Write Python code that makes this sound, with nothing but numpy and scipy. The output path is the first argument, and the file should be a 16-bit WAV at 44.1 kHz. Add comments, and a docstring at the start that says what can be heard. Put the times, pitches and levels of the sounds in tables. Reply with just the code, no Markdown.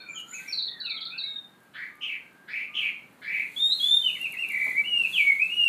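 """The nearest of several caged songbirds in a walled backyard whistles loud sliding notes, hooks and a quaver.
Before it, a small bird sings thin high notes and a fast trill over a warbling neighbour; a third rasps five times.
Tones with weak overtones follow drawn pitch curves; in the rasps, noise shakes the tone into a harsh band.
A far whistler, cage ticks, a dull knock, an outdoor hush and a swelling hiss are behind, the last four from noise.
Echoes off the walls smear every note."""
import sys
import numpy as np
from scipy import signal
from scipy.fft import rfft, irfft
from scipy.io import wavfile
from scipy.ndimage import uniform_filter1d, minimum_filter1d

SR = 44100
rng = np.random.default_rng(int(sys.argv[2]) if len(sys.argv) > 2 else 0)


def generate_wav(signal):
    """Clip the signal to [-1, 1] and save it as 16-bit WAV at the path in sys.argv[1]."""
    frames = np.transpose(np.atleast_2d(signal))
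    scaled = np.clip(frames, -1, 1) * 32767
    pcm = np.round(scaled).astype(np.int16)
    wavfile.write(sys.argv[1], SR, pcm)


N = 250488
TIME = np.arange(N) / SR
CUTOFF_HZ = 15400  # nothing much is heard above this

# Note and call levels are set ahead of each bird's overtones and yard mix; spectra give colour, not loudness.

# outdoor hush, its colour: (frequency [Hz], relative density [dB per Hz])
HUSH_COLOUR = [(35, -36.5), (52, -26.5), (70, -8), (90, -12), (125, -3), (180, 2.5), (260, 0.5),
               (450, -5.5), (900, -7.5), (1600, -8), (3500, -22), (6000, -29)]
# outdoor hush, its loudness before a final trim: (time [s], level [dB])
HUSH_LEVEL = [(0.0, -58.5), (2.04, -60.5), (4.45, -56), (4.73, -55), (5.55, -57)]
# high hiss, its colour: (frequency [Hz], relative density [dB per Hz])
HISS_COLOUR = [(400, -31), (2500, 2), (4300, 6), (5200, -12), (6500, -0.5), (9000, 0.5), (12000, 0.5),
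               (14000, -2), (15500, -10.5)]
# swells of the hiss: (time of the top [s], half width [s], level [dB])
HISS_SWELLS = [(.2, .022, -56), (0.421, 0.14, -55.5), (3.589, 0.043, -54), (3.852, 0.054, -45),
               (3.951, 0.5, -52.5), (4.65, 0.2, -53), (5.178, 0.15, -48.5), (5.549, 0.95, -56.5)]

# first reflections off the nearest walls: (delay [s], level against the direct sound [dB])
WALL_ECHOES = [(.0047, -10), (.0098, -26), (.0156, -7.5), (.0225, -12.5)]
# overtone strength by where the overtone falls: (frequency [Hz], relative level [dB])
OVERTONE_COLOUR = [(3000, -31.5), (4500, -35), (5600, -39), (7200, -37.5), (8400, -31.5), (9600, -42.5),
                   (10800, -35), (12500, -63), (14500, -57.5)]

# small bird's thin arched notes:
# (time [s], length [s], start [Hz], middle [Hz], end [Hz], attack [s], level [dB])
THIN_NOTES = [ (0, 0.025, 4200, 4340, 4550, 0.0017, -39.5), (0, 0.04, 3650, 3660, 3650, 0.0037, -47.5),
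              (0.081, .093, 6840, 7200, 6360, 0.084, -42.5), (0.272, 0.088, 6580, 7130, 6250, 0.082, -38),
              (0.475, 0.04, 5920, 5470, 5130, 0.016, -34.5), (1.221, 0.0344, 4345, 3940, 3830, 0.022, -25),
              (1.253, 0.18, 3780, 3710, 3640, 0.052, -28.5)]
# small bird's trill of down-slurs, all from one pitch: (time [s], length [s], end [Hz], level [dB])
TRILL_SLURS = [(0.522, 0.023, 4110, -22), (0.572, 0.025, 3810, -21), (0.62, 0.019, 3953, -22.5),
               (0.665, 0.025, 3478, -26), (0.798, 0.023, 3790, -28.5), (0.848, 0.017, 3710, -24),
               (0.895, 0.025, 3634, -24.5), (0.956, .03, 3190, -32), (1.006, 0.027, 3410, -28.5),
               (1.05, 0.024, 3584, -27.5), (1.177, 0.032, 3686, -27)]
# neighbour's warble: (time [s], length [s], start [Hz], middle [Hz], end [Hz], attack [s], level [dB])
WARBLE_NOTES = [ (0, 0.017, 2440, 2400, 2260, 0.003, -45.5), (0.058, 0.055, 2390, 2410, 2323, 0.044, -38),
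                (0.145, 0.053, 3264, 3067, 2830, 0.037, -35.5),
                (0.312, 0.087, 1720, 2590, 1860, 0.055, -39), (0.429, 0.091, 1870, 2258, 2640, 0.05, -41.5),
                (.664, .17, 1870, 1876, 1470, .045, -48), (0.834, .135, 2937, 2394, 2090, 0.041, -39.5),
                (1.103, 0.075, 2387, 2588, 2664, 0.038, -37.5),
                (1.227, 0.028, 2080, 2230, 2200, 0.024, -42.5)]
# far whistler: (time [s], length [s], start [Hz], middle [Hz], end [Hz], attack [s], level [dB])
FAR_NOTES = [ (0, 0.057, 1553, 1495, 1360, .01, -47), (0.066, 0.27, 1388, 1314, 1524, 0.26, -49.5),
             (0.337, 0.31, 1512, 1585, 1595, 0.061, -51.5), (0.809, 0.35, 1492, 1307, 1542, 0.25, -49),
             (1.14, 0.24, 1530, 1655, 1610, 0.055, -50), (1.501, 0.24, 1610, 1610, 1586, 0.22, -57),
             (1.89, 0.18, 1203, 1201, 1218, 0.13, -54.5), (2.21, 0.222, 1598, 1585, 1616, 0.22, -48.5),
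             (2.675, 0.173, 1202, 1212, 1216, 0.099, -52)]

# cage ticks, before their shared trim and colour: (time [s], level [dB])
CAGE_TICKS = [(1.6034, -58), (1.6337, -60), (1.9544, -56), (2.3294, -64), (3.13, -61), (3.208, -64),
              (4.2138, -37), (4.3232, -38.5), (4.4872, -39.5), (4.5197, -39), (4.6466, -39.5), (4.7, -43.5)]
# dull colour of the knock: (frequency [Hz], relative density [dB per Hz])
KNOCK_COLOUR = [(50, -50.5), (250, -1.5), (550, 0.5), (1100, -2), (2400, -24)]

# harsh calls that scoop into a rising or falling glide:
# (time [s], length [s], glide from [Hz], glide to [Hz], scoop [Hz], scoop time [s], attack [s], level [dB])
RASP_CALLS = [(1.733, .165, 1881, 1961, -300, 0.043, 0.051, -37.5),
              (2.006, .15, 3132, 2203, -350, .014, 0.033, -31),
              (2.473, 0.17, 2283, 2367, -540, 0.039, 0.079, -31.5),
              (2.735, .165, 3180, 2328, -350, 0.0142, 0.041, -26.5),
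              (3.215, 0.22, 2220, 2340, -440, .055, .15, -29)]
# air rushing through the open beak in a rasp: (frequency [Hz], relative density [dB per Hz])
RASP_AIR_COLOUR = [(1200, -15), (2000, 4.5), (3300, -1), (4400, -4.5), (5300, -18.5), (6800, -12),
                   (8800, -30), (10400, -9.5), (12300, -33), (14300, -9.5), (15500, -10.5)]

# nearest bird's whistles, each scooping onto a straight glide and leaving it with a flick:
# (time [s], length [s], glide from [Hz], glide to [Hz], scoop [Hz], scoop time [s], flick [Hz],
#  attack [s], level [dB])
NEAR_WHISTLES = [ (3.561, 0.14, 3587, 3740, -260, 0.028, 10, .135, -18.5),
                 (3.69, .06, 4220, 4296, -520, .036, 0, 0.028, -22.5),
                 (3.796, 0.19, 3373, 3670, -110, 0.044, -5, 0.14, -15.5),
                 (4.743, .06, 2338, 2295, -370, 0.0238, 0.5, 0.05, -20.5),
                 (4.836, .226, 3000, 2660, -330, .02, -260, .18, -20),
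                 (5.126, 0.13, 2272, 2196, 1231, .047, -2, 0.07, -19.5),
                 (5.251, .064, 2293, 2230, -82, 0.017, -150, .035, -13.5),
                 (5.38, 0.085, 2420, 2730, -280, 0.024, -130, 0.034, -21),
                 (5.497, .2, 3010, 2703, -230, .035, -2, 0.18, -18)]
# its hooks, which hold a pitch and drop off it: (time [s], length [s], start [Hz], held [Hz], level [dB])
NEAR_HOOKS = [(4.021, 0.079, 3145, 3056, -21.5), (4.191, 0.076, 2667, 2860, -24.5),
              (4.365, .083, 2567, 2845, -23.5)]
# the soft falling chip after each hook: (time [s], start [Hz], level [dB])
NEAR_CHIPS = [(4.15, 2396, -37.5), (4.328, 2368, -35), (4.493, 2482, -30)]
# its single quavering note: (time [s], length [s], centre pitch [Hz], level [dB])
NEAR_QUAVER = (4.53, 0.19, 2170.5, -26.5)


def from_db(db):
    """Decibels to gain."""
    return 10 ** (np.asarray(db) / 20)


def at_hz(points, hz):
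    """Read a spectrum on a log-frequency axis."""
    known_hz, db = np.transpose(points)
    return np.interp(np.log(np.maximum(hz, 1)), np.log(known_hz), db)


def wander(rate_hz, size, order=2):
    """Random motion up to a given rate, spread 1."""
    run_in = SR // 10
    lowpass = signal.butter(order, rate_hz, fs=SR, output="sos")
    motion = signal.sosfilt(lowpass, rng.standard_normal(size + run_in))
    return motion[run_in:] / motion.std()


def coloured_noise(spectrum):
    """Noise of a given spectrum, rms 1."""
    colour = from_db(at_hz(spectrum, np.fft.rfftfreq(N, 1 / SR)))
    noise = irfft(rfft(rng.standard_normal(N)) * colour, N)
    return noise / noise.std()


def delayed(x, delay_s):
    """The same sound a little later."""
    return np.interp(TIME - delay_s, TIME, x, left=0)


def yard(x, direct_db, echo_db, t60_s=0.46, build_s=0.0011):
    """Direct sound, wall echoes that beat against glides, and a dense tail; a farther bird is less direct."""
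    t = TIME[:SR * 3 // 4]
    early = x + sum(from_db(db) * delayed(x, delay_s) for delay_s, db in WALL_ECHOES)
    # sparse strong reflections stand out early in the tail
    scatter = (rng.random(len(t)) < 350 / SR) * np.exp(-t / 0.019)
    decay = from_db(-60 * t / t60_s) * (1 - np.exp(-t / build_s))
    tail = rng.standard_normal(len(t)) * (1 + 12 * scatter) * decay
    late = signal.fftconvolve(x, tail / np.linalg.norm(tail))[:N]
    return from_db(direct_db) * early + from_db(echo_db) * late


def gesture(s, length_s, attack_s, db, rise_db, fall_db, edge_s=0.0046):
    """One note swells to its peak and sinks, with soft edges: (samples, age, loudness)."""
    release_s = 1 / 250
    at = np.arange(max(int(s * SR), 0), min(int((s + length_s) * SR) + SR // 250, N))
    age = TIME[at] - TIME[at[0]]
    edges = np.clip(np.minimum(age, length_s + release_s - age) / edge_s, 0, 1)
    rising = np.maximum(1 - age / attack_s, 0)
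    falling = np.clip((age - attack_s) / max(length_s - attack_s, edge_s), 0, 1)
    swell = from_db(db - rise_db * rising ** 2 - fall_db * falling ** 2)
    return at, np.minimum(age, length_s), swell * np.sin(np.pi / 2 * edges) ** 2


def arch(s, length_s, start_hz, middle_hz, end_hz, attack_s, db, rise_db, fall_db):
    """A note whose pitch bends in one smooth bow: (samples, pitch, loudness)."""
    at, age, loudness = gesture(s, length_s, attack_s, db, rise_db, fall_db)
    along = age / length_s
    bow_hz = middle_hz - (start_hz + end_hz) / 2
    pitch = start_hz + (end_hz - start_hz) * along + bow_hz * (1 - (2 * along - 1) ** 2)
    return at, pitch, loudness


def slur(s, length_s, start_hz, end_hz, attack_s, db, bend, rise_db, fall_db):
    """A sliding note; a bend above 1 slides fast and then flattens out: (samples, pitch, loudness)."""
    at, age, loudness = gesture(s, length_s, attack_s, db, rise_db, fall_db)
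    return at, end_hz + (start_hz - end_hz) * (1 - age / length_s) ** bend, loudness


def whistle(s, length_s, from_hz, to_hz, scoop_hz, scoop_s, flick_hz, attack_s, db, rise_db, fall_db):
    """A straight glide, entered with a scoop and left with a flick: (samples, pitch, loudness)."""
    at, age, loudness = gesture(s, length_s, attack_s, db, rise_db, fall_db)
    glide = from_hz + (to_hz - from_hz) * age / length_s
    scoop = scoop_hz * np.exp(-(age / scoop_s) ** 2)
    flick = flick_hz * np.exp((age - length_s) / 0.016)
    return at, glide + scoop + flick, loudness


def syrinx(pitch, overtone_db, relaxed_db=-8, strain_db=14, between_db=-12, sub_db=-47, rolloff_db=2):
    """A near-pure tone, main line at rms 1, with the weak overtones that the throat lets through."""
    phase = 2 * np.pi * np.cumsum(pitch) / SR
    # high notes are pressed harder: they turn brighter and gain faint lines halfway between the overtones
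    strain = np.interp(pitch, [2300, 3600], [0, 1])
    halfway = strain ** 4
    tone = np.sin(phase) + from_db(sub_db) * halfway * np.sin(phase / 2)
    for k in np.arange(2, 5.5, 0.5):
        level_db = at_hz(OVERTONE_COLOUR, k * pitch) + overtone_db
        level_db = level_db + relaxed_db + strain_db * strain - rolloff_db * max(k - 3, 0)
        share = from_db(between_db) * halfway if k % 1 else 1
        audible = k * pitch < CUTOFF_HZ
        tone += share * from_db(level_db) * audible * np.sin(k * phase)
    return np.sqrt(2) * tone


def sing(notes, jitter, overtone_db):
    """Whistled notes whose pitch trembles; jitter is the tremble as a fraction of the pitch."""
    out = np.zeros(N)
    for at, pitch, loudness in notes:
        trembling = pitch * (1 + jitter * wander(150, len(at)))
        out[at] += loudness * syrinx(trembling, overtone_db)
    return out


def outdoors(hush_trim_db=1.0, hiss_floor_db=-72.5):
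    """A low hush that drifts in level, and a thin hiss that rises from its floor in soft swells."""
    hush_s, hush_db = np.transpose(HUSH_LEVEL)
    hush_gain = from_db(np.interp(TIME, hush_s, hush_db) + hush_trim_db)
    hiss_power = from_db(hiss_floor_db) ** 2
    for s, width_s, db in HISS_SWELLS:
        hiss_power = hiss_power + from_db(db) ** 2 * np.exp(-2 * ((TIME - s) / width_s) ** 2)
    return hush_gain * coloured_noise(HUSH_COLOUR) + np.sqrt(hiss_power) * coloured_noise(HISS_COLOUR)


def small_bird(trill_top_hz=4774, trill_attack_s=0.012, slap_s=0.043, slap_db=-11):
    """Thin arches and a trill whose notes drop fast and flatten; a wall slaps the song back a moment later."""
    slurs = [slur(s, length_s, trill_top_hz, end_hz, trill_attack_s, db, bend=1.88, rise_db=11, fall_db=6)
             for s, length_s, end_hz, db in TRILL_SLURS]
    arches = [arch(*row, rise_db=15.5, fall_db=20.5) for row in THIN_NOTES]
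    trill = sing(slurs, jitter=0.016, overtone_db=-22)
    song = trill + sing(arches, jitter=0.0036, overtone_db=-14.0)
    # the slap fills the gaps between the trill notes
    song = song + from_db(slap_db) * delayed(song, slap_s)
    return yard(song, direct_db=-7.0, echo_db=-5.5, t60_s=0.29)


def neighbour():
    """A husky warble, its arched pitch trembling, from a farther cage and heard mostly off the walls."""
    notes = [arch(*row, rise_db=13.5, fall_db=7.5) for row in WARBLE_NOTES]
    song = sing(notes, jitter=0.018, overtone_db=-6)
    return yard(song, direct_db=-7, echo_db=-0.84, t60_s=0.34)


def far_whistler():
    """Faint low arched whistles, almost all echo."""
    notes = [arch(*row, rise_db=2, fall_db=9) for row in FAR_NOTES]
    song = sing(notes, jitter=0.009, overtone_db=-3.0)
    return yard(song, direct_db=-18, echo_db=-5.0, t60_s=0.56)


def struck(s, db, t60_s):
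    """The envelope of one knock or tick: an instant start and a decay of 60 dB in t60_s."""
    return from_db(db - 60 * np.abs(TIME - s) / t60_s) * (TIME >= s)


def cage_noises(tick_t60_s=0.014, tick_trim_db=-7, knock_s=4.665, knock_db=-51.5, knock_t60_s=0.17):
    """Short bright ticks and one soft dull knock: decaying bursts of coloured noise."""
    ticks = sum(struck(s, db + tick_trim_db, tick_t60_s) for s, db in CAGE_TICKS)
    ticks = ticks * coloured_noise([(1000, -17), (5000, -5.5), (12000, 21.5), (16000, -3)])
    knock = struck(knock_s, knock_db, knock_t60_s) * coloured_noise(KNOCK_COLOUR)
    return yard(ticks + knock, direct_db=7, echo_db=-16.0)


def rasping_bird(width_hz=290, scatter=0.04, air_db=-22, burst_db=-42.5, burst_s=0.038):
    """The syrinx vibrates chaotically: strength and pitch jump within milliseconds, spreading tone to a band."""
    throat_hz, throat_width_hz = 2287, 180
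    voice, rush = np.zeros(N), np.zeros(N)
    for s, length_s, from_hz, to_hz, scoop_hz, scoop_s, attack_s, db in RASP_CALLS:
        at, pitch, loudness = whistle(s, length_s, from_hz, to_hz, scoop_hz, scoop_s, 0, attack_s, db,
                                      rise_db=16.5, fall_db=8)
        age = TIME[at] - TIME[at[0]]
        tone = syrinx(pitch * (1 + scatter * wander(278, len(at))), overtone_db=-5)
        voice[at] += loudness * wander(width_hz, len(at), order=4) * tone
        # each call opens with a scratchy burst, an octave above its pitch
        burst_level = from_db(burst_db + at_hz(RASP_AIR_COLOUR, 2 * pitch))
        burst = burst_level * np.exp(-age / burst_s) * np.minimum(age / 0.024, 1)
        octave = np.sin(4 * np.pi * np.cumsum(pitch) / SR)
        voice[at] += 2 * burst * wander(850, len(at), order=4) * octave
        # more air escapes as the call goes on
        rush[at] += from_db(air_db) * loudness * np.sqrt(2 * age / age[-1])
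    # the throat rings at one pitch while the calls slide through it
    throat = signal.lfilter(*signal.iirpeak(throat_hz, throat_hz / throat_width_hz, fs=SR), voice)
    sound = voice + from_db(-2) * throat + rush * coloured_noise(RASP_AIR_COLOUR)
    return yard(sound, direct_db=-6.0, echo_db=-3.0, t60_s=0.39)


def near_bird(hook_scoop_s=0.022, hook_drop_hz=558, hook_attack_s=0.057, chip_s=0.024, chip_fall_hz=454):
    """Loud, clean sliding whistles from close by, with three hook-and-chip pairs and a quaver in the middle."""
    notes = [whistle(*row, rise_db=13, fall_db=10.5) for row in NEAR_WHISTLES]
    for s, length_s, start_hz, held_hz, db in NEAR_HOOKS:
        notes.append(whistle(s, length_s, held_hz, held_hz, start_hz - held_hz, hook_scoop_s,
                             -hook_drop_hz, hook_attack_s, db, rise_db=12, fall_db=10))
    for s, start_hz, db in NEAR_CHIPS:
        notes.append(slur(s, chip_s, start_hz, start_hz - chip_fall_hz, chip_s / 2, db,
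                          bend=0.93, rise_db=1, fall_db=3.5))
    song = sing(notes, jitter=0.0018, overtone_db=-1)
    return yard(song + quaver(), direct_db=-4, echo_db=-3.5, t60_s=0.37)


def quaver(rate_hz=76, depth_hz=185, flutter_db=1.5):
    """A low note shaken by a very fast, uneven vibrato while its loudness flutters."""
    out = np.zeros(N)
    s, length_s, centre_hz, db = NEAR_QUAVER
    at, _, loudness = gesture(s, length_s, length_s / 2, db, rise_db=2.5, fall_db=4)
    uneven_rate = rate_hz * (1 + 0.16 * wander(40, len(at)))
    shake = np.sin(2 * np.pi * np.cumsum(uneven_rate) / SR)
    flutter = from_db(flutter_db * wander(70, len(at)))
    out[at] = loudness * flutter * syrinx(centre_hz + depth_hz * shake, overtone_db=-31.0)
    return out


def scene():
    """All the birds, the cages and the outdoor air, one channel."""
    birds = small_bird() + neighbour() + far_whistler() + rasping_bird() + near_bird()
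    return (outdoors() + birds + cage_noises())[None]


def record(dry, ceiling_db=-11, limiter_s=0.012):
    """A limiter holds down the loudest peaks, its gain moving over limiter_s, and the top is cut steeply."""
    span = max(int(limiter_s * SR), 2)
    allowed = np.minimum(from_db(ceiling_db) / (np.abs(dry) + 1e-9), 1)
    gain = uniform_filter1d(minimum_filter1d(allowed, size=span), size=span)
    steep_cut = signal.ellip(12, 0.1, 90, CUTOFF_HZ, fs=SR, output="sos")
    return signal.sosfilt(steep_cut, dry * gain)


dry = scene()
out = record(dry)
generate_wav(out)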